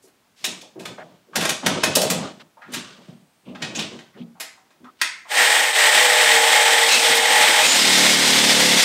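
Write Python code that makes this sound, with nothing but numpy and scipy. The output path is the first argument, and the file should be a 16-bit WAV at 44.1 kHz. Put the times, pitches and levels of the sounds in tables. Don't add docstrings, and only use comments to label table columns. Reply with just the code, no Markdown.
import sys
import numpy as np
from scipy import signal
from scipy.fft import rfft, irfft
from scipy.io import wavfile

SR = 44100
rng = np.random.default_rng(int(sys.argv[2]) if len(sys.argv) > 2 else 0)


def wav_record(signal):
    frames = np.transpose(np.atleast_2d(signal))
    bounded = np.clip(frames, -1, 1)
    quanta = np.round(bounded * 32767).astype(np.int16)
    wavfile.write(sys.argv[1], SR, quanta)


N = 389844

AIR_SPECTRUM = [(24, -46), (40, -7), (231, 2), (402, -4.5), (733, -3), (3380, -11), (14100, -20),
                (16000, -19)]
AIR_DB = -62.5
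# [f/Hz, t60/s]
ROOM_T60 = [(150, 0.37), (400, 0.36), (1000, 0.43), (2800, 0.35), (7300, 0.4), (14000, 0.11)]
ROOM_DB = -3.5
EDGES_HZ = 35 * 2 ** (np.arange(28) / 3)

CUPBOARD_SPECTRUM = [(50, -36), (100, -8.5), (150, -3.5), (260, 7), (400, 3), (800, -38)]
# [t/s, level/dB]
JOLTS = [(5.42, -42), (5.6, -47), (5.8, -53), (5.97, -38), (6.12, -48), (6.27, -43), (6.35, -41),
         (6.52, -42.5), (6.72, -49), (6.86, -48), (6.97, -36), (7.11, -34), (7.2, -42), (7.32, -41),
         (7.42, -40), (7.5, -33.5), (7.66, -33.5)]
JOLT_RISE_DB_PER_S, JOLT_FALL_DB_PER_S = 300, 248
CUPBOARD_LOOSE_DB = -35

RUMBLE_SPECTRUM = [(24, -68.5), (40, -31.5), (181, 1), (425, -8.5), (633, -9), (783, -16), (1200, -16.5),
                   (1560, -39), (2640, -120)]
RUSTLE_SPECTRUM = [(240, -35.5), (400, -15.5), (814, -18.5), (921, 3), (2150, 2), (2550, 1), (2970, 6.5),
                   (8630, -10.5), (16000, -66)]
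# [t/s, hold/s, rumble level/dB, rustle level/dB]
BOUTS = [(0.45, 0.13, -44, -48), (0.786, 0.12, -39, -83), (0.994, 0.16, -53, -61),
         (1.378, 0.13, -31, -32.5), (1.661, 0.27, -26.5, -31.5), (1.966, 0.28, -26, -35),
         (2.684, .04, -45, -68), (2.737, .05, -44, -35), (2.853, 0.27, -50.5, -55),
         (3.479, 0.1, -42.5, -64), (3.626, 0.04, -36.5, -47), (3.694, .04, -47, -53),
         (3.772, 0.045, -34.5, -40), (3.917, 0.055, -44, -51), (4.164, 0.034, -53.5, -72),
         (4.439, .45, -69, -75), (5.025, 0.063, -77, -37)]
BOUT_RISE_DB_PER_S, BOUT_SAG_DB_PER_S, BOUT_FALL_DB_PER_S = 599.5, 14.5, 146
# [t/s, length/s, f/Hz, width/Hz, level/dB]
NOISE_BURSTS = [(0.36, 0.26, 1700, 6200, -49.5), (2.395, 0.031, 1100, 2400, -45.5),
                (2.395, 0.027, 3200, 2200, -49), (2.8, 0.071, 1690, 1400, -48),
                (0.976, 0.06, 1450, 900, -42), (2.8, .22, 1190, 120, -59), (2.8, .2, 1500, 120, -59),
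                (2.72, 0.016, 7700, 9200, -42), (3.6, 0.051, 1900, 1500, -47), (2.9, 0.77, 8400, 900, -75),
                (0.02, 0.056, 6000, 9200, -57), (2.21, .09, 1200, 430, -40), (1.625, .04, 1200, 700, -36),
                (2.7, .17, 1120, 180, -59), (4.84, 0.068, 1170, 430, -45.5), (3.75, .03, 6600, 1200, -31),
                (3.07, 0.054, 2400, 3000, -62), (3.45, 0.083, 2700, 1230, -53.5),
                (4.13, 0.069, 1500, 1200, -56.5), (4.17, 0.072, 2900, 1400, -53)]

# [t/s, level/dB, centre f/Hz, t60/s]
BUMPS = [(0.032, -42.5, 320, 0.16), (0.469, -24, 266, 0.069), (0.622, -37.5, 570, 0.11),
         (0.753, -32.5, 330, 0.34), (0.799, -36, 636, 0.2), (0.979, -24.5, 617, 0.091),
         (1.266, -44.5, 337, 0.39), (1.328, -34.5, 1140, 0.4), (1.627, -23, 646, 0.11),
         (1.627, -23, 267, 0.15), (1.962, -9.5, 530, 0.14), (2.025, -13.5, 526, 0.16),
         (2.109, -16, 534, 0.13), (2.215, -26.5, 610, 0.19), (2.565, -45, 747, 0.6),
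         (2.612, -37, 1440, 0.32), (2.684, -35, 199, 0.36), (2.76, -21.5, 213, 0.092),
         (3.074, -39.5, 477, 0.12), (3.08, -30, 185, 0.19), (3.47, -32, 198, 0.71),
         (3.769, -23.5, 264, 0.15), (3.911, -28.5, 254, 0.16), (4.141, -47, 213, 0.47),
         (4.16, -34.5, 430, .15), (4.195, -27.5, 191, 0.17), (4.348, -50.5, 783, 0.59),
         (4.57, -44, 795, 0.11), (4.798, -39.5, 238, 0.3), (5.248, -39, 886, 0.26)]
# [t/s, level/dB, centre f/Hz, t60/s]
HOUSING = [(4.411, -36, 1990, 0.33), (5.026, -27.5, 1980, 0.59)]
BUMP_WIDTH, HOUSING_WIDTH = .65, 0.35

# [t/s, level/dB, weight below about 1 kHz/dB, brightness at the top/dB, contact t60/s]
KNOCKS = [(0.0765, -49, 14, -4, 0.076), (0.4444, -6.5, -10.5, -15.5, 0.077), (0.4524, -11, -8, -6, 0.054),
          (0.6135, -26.5, -33, -14, 0.07), (0.795, -36.5, -1, -13, 0.2), (0.855, -23.5, 2, -17.5, 0.11),
          (1.358, -9.5, 1.5, -12, 0.096), (1.4098, -17, 6.5, -17.5, 0.27), (1.4529, -5.5, 6, -16, 0.051),
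          (1.493, -4.5, 4, -11.5, 0.063), (1.665, 1, 6.5, -14, 0.05), (1.837, 2, 7, -14.5, 0.052),
          (1.955, -2.5, -16, 0, 0.076), (2.0168, -12.5, -20, -2, 0.12), (2.1013, -10, -6.5, -5, 0.11),
          (2.7374, -16, -7.5, -9.5, 0.097), (3.5502, -28, 12.5, -43, 0.086),
          (3.6226, -11.5, -11, -33, 0.11), (3.75, -20.5, -25, -26, 0.27), (3.7914, -12, -20, -25, 0.11),
          (3.8233, -13.5, -22, -56, 0.075), (3.9898, -27, 1.5, -35, 0.079), (4.402, -21, 0, -6, 0.13),
          (4.707, -46.5, 7.5, -26.5, 0.11), (4.8436, -40.5, 12, -37.5, 0.092), (5.02, -6, -10, -22, 0.057)]
# [f/Hz, level/dB per Hz, share of the weight, share of the brightness]
KNOCK_COLOUR = [(60, -31, 0.98, 0.3), (200, -11, 1, 0.1), (650, 2.5, 0.81, 0.059), (900, -1.5, 0.57, 0),
                (1280, 0.5, .6, 0), (2800, 1.1, 0, 0), (7000, 2, 0, 0.39), (13000, 0, 0.23, 0.92),
                (16000, -9.5, 0, 1)]
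KNOCK_RISE_S, KNOCK_LEAD_S = 0.0095, .005
RATTLE_DB, RATTLE_HZ = 2, 150
# [f/Hz, level/dB, t60/s]
RAIL_MODES = [(642, -7.5, 0.11), (1600, -7, .05), (1880, 0.5, 0.18), (2556, 5, 0.034), (3480, -3, 0.013),
              (3770, -3, 0.025), (5200, -27, 0.09)]
RAIL_RING_DB = -5

# [t/s, peak level/dB]
CRACKS = [(5.0141, -4), (5.0175, -4), (5.022, -12)]
CRACK_T60_S = 0.019
# [f/Hz, width/Hz, level/dB]
CATCH_MODES = [(550, 130, -7), (1850, 590, 6.5), (3240, 1000, 3), (4400, 670, -2), (8300, 2400, -24)]

# [t/s, level/dB]
SAW_LEVEL = [(5.2, -88), (5.27, -57), (5.31, -22.5), (5.39, -12), (5.52, -12.5), (5.58, -13.5),
             (5.73, -18.5), (5.79, -12.5), (6.18, -12.5), (7.02, -13), (7.09, -12.5), (7.22, -15),
             (7.36, -12), (7.76, -12.5), (8.08, -10.5), (8.18, -13), (8.84, -11)]
# [t/s, strokes per s]
STROKES = [(5.3, 38.4), (5.65, 38.1), (5.74, 38.3), (5.81, 37.1), (6.05, 38.1), (6.46, 38.4), (7.58, 38.5),
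           (7.69, 38.8), (7.91, 37.6), (8.62, 36.3), (8.72, 35.8), (8.84, 35.7)]
# [t/s, share 0-1]
LOOSENING = [(5.2, 0.07), (6.84, 0.17), (6.9, 0.56), (7.0, 0.66), (7.3, 0.16), (7.6, 0.21), (7.68, 0.76),
             (7.85, 0.91), (8.84, 0.98)]
PARTED_S = 8.77
TEETH_FIRM = [(150, -76.5), (250, -26.5), (400, -16.5), (700, -5.5), (1300, -8.5), (2000, -4), (3200, -7),
              (4500, -12.5), (6500, -15.5), (8800, -11.5), (10300, -26), (13800, -23), (16000, -35)]
TEETH_LOOSE = [(150, -35), (300, -17.5), (500, -8.5), (900, -8), (1300, -10), (1950, -5.5), (3400, -4),
               (5000, -5.5), (7000, -10), (8800, -10.5), (10300, -19), (14000, -23.5), (16000, -34.5)]
TOOTH_LOW_HZ = 1090
# [multiple of the stroke rate, level/dB]
STROKE_FIRM = [(4, -32), (6, -33), (8, -25), (10, -25), (11, -24), (12, -3), (13, -9), (14, -18), (15, -10),
               (16, -4), (17, -20), (18, -18), (19, -14), (20, -2), (21, -3), (22, 0), (23, -7), (24, -10),
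               (25, -12), (26, -11), (27, -11)]
# [multiple of the stroke rate, level/dB]
STROKE_LOOSE = [(1, -43), (2, -14), (3, -15), (4, -5.5), (5, 3), (6, 3), (7, 1), (8, 1.5), (9, -6), (10, 1),
                (11, -5.5), (12, -4), (13, -5), (14, 0), (15, -4), (16, -8), (17, -6), (19, -6), (23, -6),
                (24, -2), (25, -4)]
# [f/Hz, width/Hz, level/dB]
DRONE_MODES = [(496, 98, -7.5), (632, 18, -2.5), (845, 124, -1.5)]
# [f/Hz, width/Hz, level/dB]
BLADE_SHALLOW = [(1700, 100, -1), (1854, 240, 10), (2380, 110, -20), (2460, 90, -12), (3170, 230, -4.5)]
# [f/Hz, width/Hz, level/dB]
BLADE_DEEP = [(1944, 310, 1), (2126, 76, 2.5), (2490, 95, -11.5), (3370, 680, -3)]
DRONE_DB, BLADE_DB, NO_GROOVE_DB, GROOVE_S, GROOVE_RISE_S = -7, -4, -5.5, 5.7, 0.45
BLADE_FREED_DB = -4.5
# [t/s, length/s, drone level change/dB, blade level change/dB]
JAMS = [(6.23, 0.084, -3, 1), (6.87, .18, -5.5, -21), (7.127, 0.13, -0.5, -4.5), (7.443, 0.15, -2.5, -2.5),
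        (7.605, 0.24, -10, -11)]
# [t/s, length/s, f/Hz, width/Hz, level against the saw/dB]
SQUEALS = [(6.882, 0.14, 2620, 200, -8), (6.89, 0.074, 3960, 350, -7), (6.92, 0.042, 6500, 600, -10),
           (7.146, 0.032, 11000, 4000, -14.5), (7.623, 0.05, 2470, 300, -7.5), (7.65, 0.13, 6960, 400, -9),
           (7.79, 0.038, 5100, 350, -9)]
# [t/s, centre f/Hz, level against the saw/dB]
FAN = [(5.25, 8400, -20), (5.91, 7780, -15.5), (7.51, 8140, -19.5), (7.88, 7820, -20), (8.84, 7900, -25)]
FAN_WIDTH_HZ = 580

MIC_LOW_HZ, CUTOFF_HZ = 70, 15780
KNEE, HEADROOM = .65, .22


def from_db(db):
    return 10 ** (np.asarray(db) / 20)


def rms_one(x):
    return x / np.sqrt(np.mean(x ** 2) + 1e-20)


def in_time(rows):
    s, *columns = np.transpose(rows)
    return [np.interp(np.arange(N) / SR, s, c) for c in columns]


def at_hz(points, hz):
    table = np.array(points)
    return np.interp(np.log(hz), np.log(table[:, 0]), table[:, 1])


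def drift(rate_hz):
    step = 40
    r = np.exp(-2 * np.pi * rate_hz * step / SR)
    white = rng.standard_normal(N // step + 2002)
    slow = signal.lfilter([1], [1, -2 * r, r * r], white)[2000:]
    return np.interp(np.arange(N) / step, np.arange(len(slow)), rms_one(slow))


def coloured(x, spectrum):
    hz = np.maximum(np.fft.rfftfreq(len(x), 1 / SR), 1)
    return rms_one(irfft(rfft(x) * from_db(at_hz(spectrum, hz)), len(x)))


def resonance(x, hz, width_hz):
    r = np.exp(-np.pi * width_hz / SR)
    zeros = np.array([1, 0, -1]) * (1 - r * r) / 2
    return signal.lfilter(zeros, [1, -2 * r * np.cos(2 * np.pi * hz / SR), r * r], x)


def rung(x, modes):
    return rms_one(sum(from_db(db) * resonance(resonance(x, hz, w), hz, w) for hz, w, db in modes))


def contact(size, rise_s, t60):
    t = np.arange(size) / SR
    rise = np.sin(np.pi / 2 * np.minimum(t / rise_s, 1)) ** 2
    return rise * from_db(-60 * t / np.clip(t60, .01, .6))


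def swell(s, rise, fall, hold=0, sag=0):
    t = np.arange(N) / SR - s
    return from_db(rise * np.minimum(t, 0) - sag * np.clip(t, 0, hold) - fall * np.maximum(t - hold, 0))


def swells(events):
    out = np.zeros(N)
    for s, length, hz, width_hz, db in events:
        at, size = round(s * SR), round(length * SR)
        shape = np.sqrt(np.sin(np.pi * np.arange(size) / size))
        out[at:at + size] += from_db(db) * shape * rung(rng.standard_normal(size), [(hz, width_hz, 0)])
    return out


def still_air():
    return from_db(AIR_DB) * coloured(rng.standard_normal(N), AIR_SPECTRUM)


def bands(white):
    for k, (low, high) in enumerate(zip(EDGES_HZ, EDGES_HZ[1:])):
        band_pass = signal.butter(2, [low, high], "band", fs=SR, output="sos")
        yield np.sqrt(low * high), signal.sosfilt(band_pass, white[k % 2])


def kitchen(x):
    t = np.arange(int(.8 * SR)) / SR
    white = rng.standard_normal((2, len(t)))
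    tail = sum(band * from_db(-60 * t / at_hz(ROOM_T60, hz)) for hz, band in bands(white))
    onset = np.clip(t / 0.0024, 0, 1)
    tail = tail * onset / np.sqrt(np.sum(tail ** 2))
    return x + from_db(ROOM_DB) * signal.fftconvolve(x, tail)[:N]


def cupboards(loose):
    jolts = sum(from_db(db) * swell(s, JOLT_RISE_DB_PER_S, JOLT_FALL_DB_PER_S) for s, db in JOLTS)
    steady = from_db(CUPBOARD_LOOSE_DB + 2.5 * drift(12)) * loose ** 6
    return coloured(rng.standard_normal(N), CUPBOARD_SPECTRUM) * (jolts + steady)


def handling():
    low, high = np.zeros(N), np.zeros(N)
    for s, hold, rumble_db, rustle_db in BOUTS:
        bout = swell(s, BOUT_RISE_DB_PER_S, BOUT_FALL_DB_PER_S, hold, BOUT_SAG_DB_PER_S)
        low += from_db(rumble_db) * bout
        high += from_db(rustle_db) * bout
    rumble = coloured(rng.standard_normal(N), RUMBLE_SPECTRUM) * low * from_db(2.4 * drift(17))
    rustle = coloured(rng.standard_normal(N), RUSTLE_SPECTRUM) * high * from_db(1.5 * drift(40))
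    return rumble + rustle + swells(NOISE_BURSTS)


def bumps(events, share):
    out, size = np.zeros(N + SR), int(.5 * SR)
    for s, db, centre_hz, t60 in events:
        width_hz = share * centre_hz
        push = rng.standard_normal(size) * contact(size, 0.0092, t60)
        body = resonance(resonance(push, centre_hz, width_hz), centre_hz, width_hz)
        at = round(s * SR)
        out[at:at + size] += from_db(db) * body * np.sqrt(SR / (width_hz * 4))
    return out[:N]


def knocks():
    out, size = np.zeros(N + SR), int(.3 * SR)
    hz = np.maximum(np.fft.rfftfreq(size, 1 / SR), 1)
    rattle = from_db(RATTLE_DB * drift(RATTLE_HZ))
    for s, level_db, weight_db, bright_db, t60 in KNOCKS:
        colour = [(f, db + low * weight_db + high * bright_db) for f, db, low, high in KNOCK_COLOUR]
        at = round((s - KNOCK_LEAD_S) * SR)
        white = rng.standard_normal(size)
        envelope = contact(size, KNOCK_RISE_S, t60) * rattle[at:at + size]
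        burst = irfft(rfft(white) * from_db(at_hz(colour, hz)), size) * envelope
        chances_db = rng.normal(0, 4, len(RAIL_MODES))
        for (mode_hz, mode_db, mode_t60), chance_db in zip(RAIL_MODES, chances_db):
            width_hz = np.log(1000) / np.pi / mode_t60
            ring = resonance(white * envelope, mode_hz, width_hz)
            burst += from_db(RAIL_RING_DB + mode_db + chance_db) * ring
        out[at:at + size] += from_db(level_db) * burst
    return out[:N]


def catch():
    out, size = np.zeros(N), int(.05 * SR)
    for s, peak_db in CRACKS:
        push = rng.standard_normal(size) * contact(size, .001, CRACK_T60_S)
        crack = sum(from_db(db) * resonance(push, hz, width_hz) for hz, width_hz, db in CATCH_MODES)
        at = round(s * SR)
        out[at:at + size] += from_db(peak_db) * crack / np.abs(crack).max()
    return out


def fan():
    centre_hz, fan_db = in_time(FAN)
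    low_pass = signal.butter(2, FAN_WIDTH_HZ / 2, fs=SR, output="sos")
    band = signal.sosfilt(low_pass, rng.standard_normal((2, N)))
    phase = 2 * np.pi * np.cumsum(centre_hz) / SR
    return from_db(fan_db) * rms_one(band[0] * np.cos(phase) + band[1] * np.sin(phase))


def stroke_tones(turns, orders, waver_db):
    start = rng.random(len(orders))
    return rms_one(sum(from_db(db + waver_db * drift(3.3)) * np.sin(2 * np.pi * (k * turns + p))
                       for (k, db), p in zip(orders, start)))


def row_of_teeth(turns):
    row = rng.standard_normal(1160)
    same = np.interp(turns % 1 * 1160, np.arange(1160), row)
    high_pass = signal.butter(4, TOOTH_LOW_HZ, "high", fs=SR, output="sos")
    return signal.sosfilt(high_pass, same)


def ringing(loose):
    t = np.arange(N) / SR
    jams = sum(np.outer(change, np.sin(np.pi * np.clip((t - s) / length, 0, 1)))
               for s, length, *change in JAMS)
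    drone_db = DRONE_DB + NO_GROOVE_DB * np.clip(1 - (t - GROOVE_S) / GROOVE_RISE_S, 0, 1)
    blade_db = BLADE_DB + (BLADE_FREED_DB * loose ** 3 - 3.5 * loose)
    return drone_db + jams[0], blade_db + jams[1]


def rail_drone(turns, push, loose):
    tones = stroke_tones(turns, STROKE_FIRM, waver_db=3.0)
    return (1 - loose ** 3) * (from_db(-10) * rung(push, DRONE_MODES) + from_db(-3.0) * tones)


def blade_ring(same, bite, loose):
    deep = np.clip(4 * loose, 0, 1)
    shake = (0.71 * np.roll(same, 300) + rng.standard_normal(N)) * bite
    return (1 - deep) * rung(shake, BLADE_SHALLOW) + deep * rung(shake, BLADE_DEEP)


def shaking_rail(turns, loose):
    until_parted = swell(0, 0, 300, hold=PARTED_S)
    tones = stroke_tones(turns, STROKE_LOOSE, waver_db=1.7)
    return from_db(-11.0) * loose ** 6 * until_parted * tones


def saw():
    level_db = in_time(SAW_LEVEL)[0]
    loose = np.clip(in_time(LOOSENING)[0], 0, 1)
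    drone_db, blade_db = ringing(loose)
    turns = np.cumsum(in_time(STROKES)[0]) / SR
    same = row_of_teeth(turns)
    chips = rng.standard_normal(N)
    bite = from_db(0.59 * np.sin(2 * np.pi * turns) + 0.99 * drift(25))
    teeth = (0.65 * same + chips) * bite
    tearing = (1 - loose) * coloured(teeth, TEETH_FIRM) + loose * coloured(teeth, TEETH_LOOSE)
    drone = from_db(drone_db) * rail_drone(turns, chips * bite, loose)
    blade = from_db(blade_db) * blade_ring(same, bite, loose)
    cutting = from_db(-3.0) * tearing + drone + blade + swells(SQUEALS)
    sawing = from_db(level_db) * (cutting + shaking_rail(turns, loose) + fan())
    started = np.arange(N) / SR > SAW_LEVEL[0][0]
    return sawing + cupboards(loose) * started


def scene():
    ringing_bodies = bumps(BUMPS, BUMP_WIDTH) + bumps(HOUSING, HOUSING_WIDTH)
    impacts = kitchen(ringing_bodies + knocks() + catch())
    mono = still_air() + handling() + impacts + saw()
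    return np.array([mono, mono])


def record(dry):
    over = dry - np.clip(dry, -KNEE, KNEE)
    rounded = dry - over + HEADROOM * np.tanh(over / HEADROOM)
    high_pass = signal.butter(2, MIC_LOW_HZ, "high", fs=SR, output="sos")
    low_pass = signal.ellip(12, .5, 60, CUTOFF_HZ, fs=SR, output="sos")
    return signal.sosfilt(low_pass, signal.sosfilt(high_pass, rounded))


dry = scene()
out = record(dry)
wav_record(out)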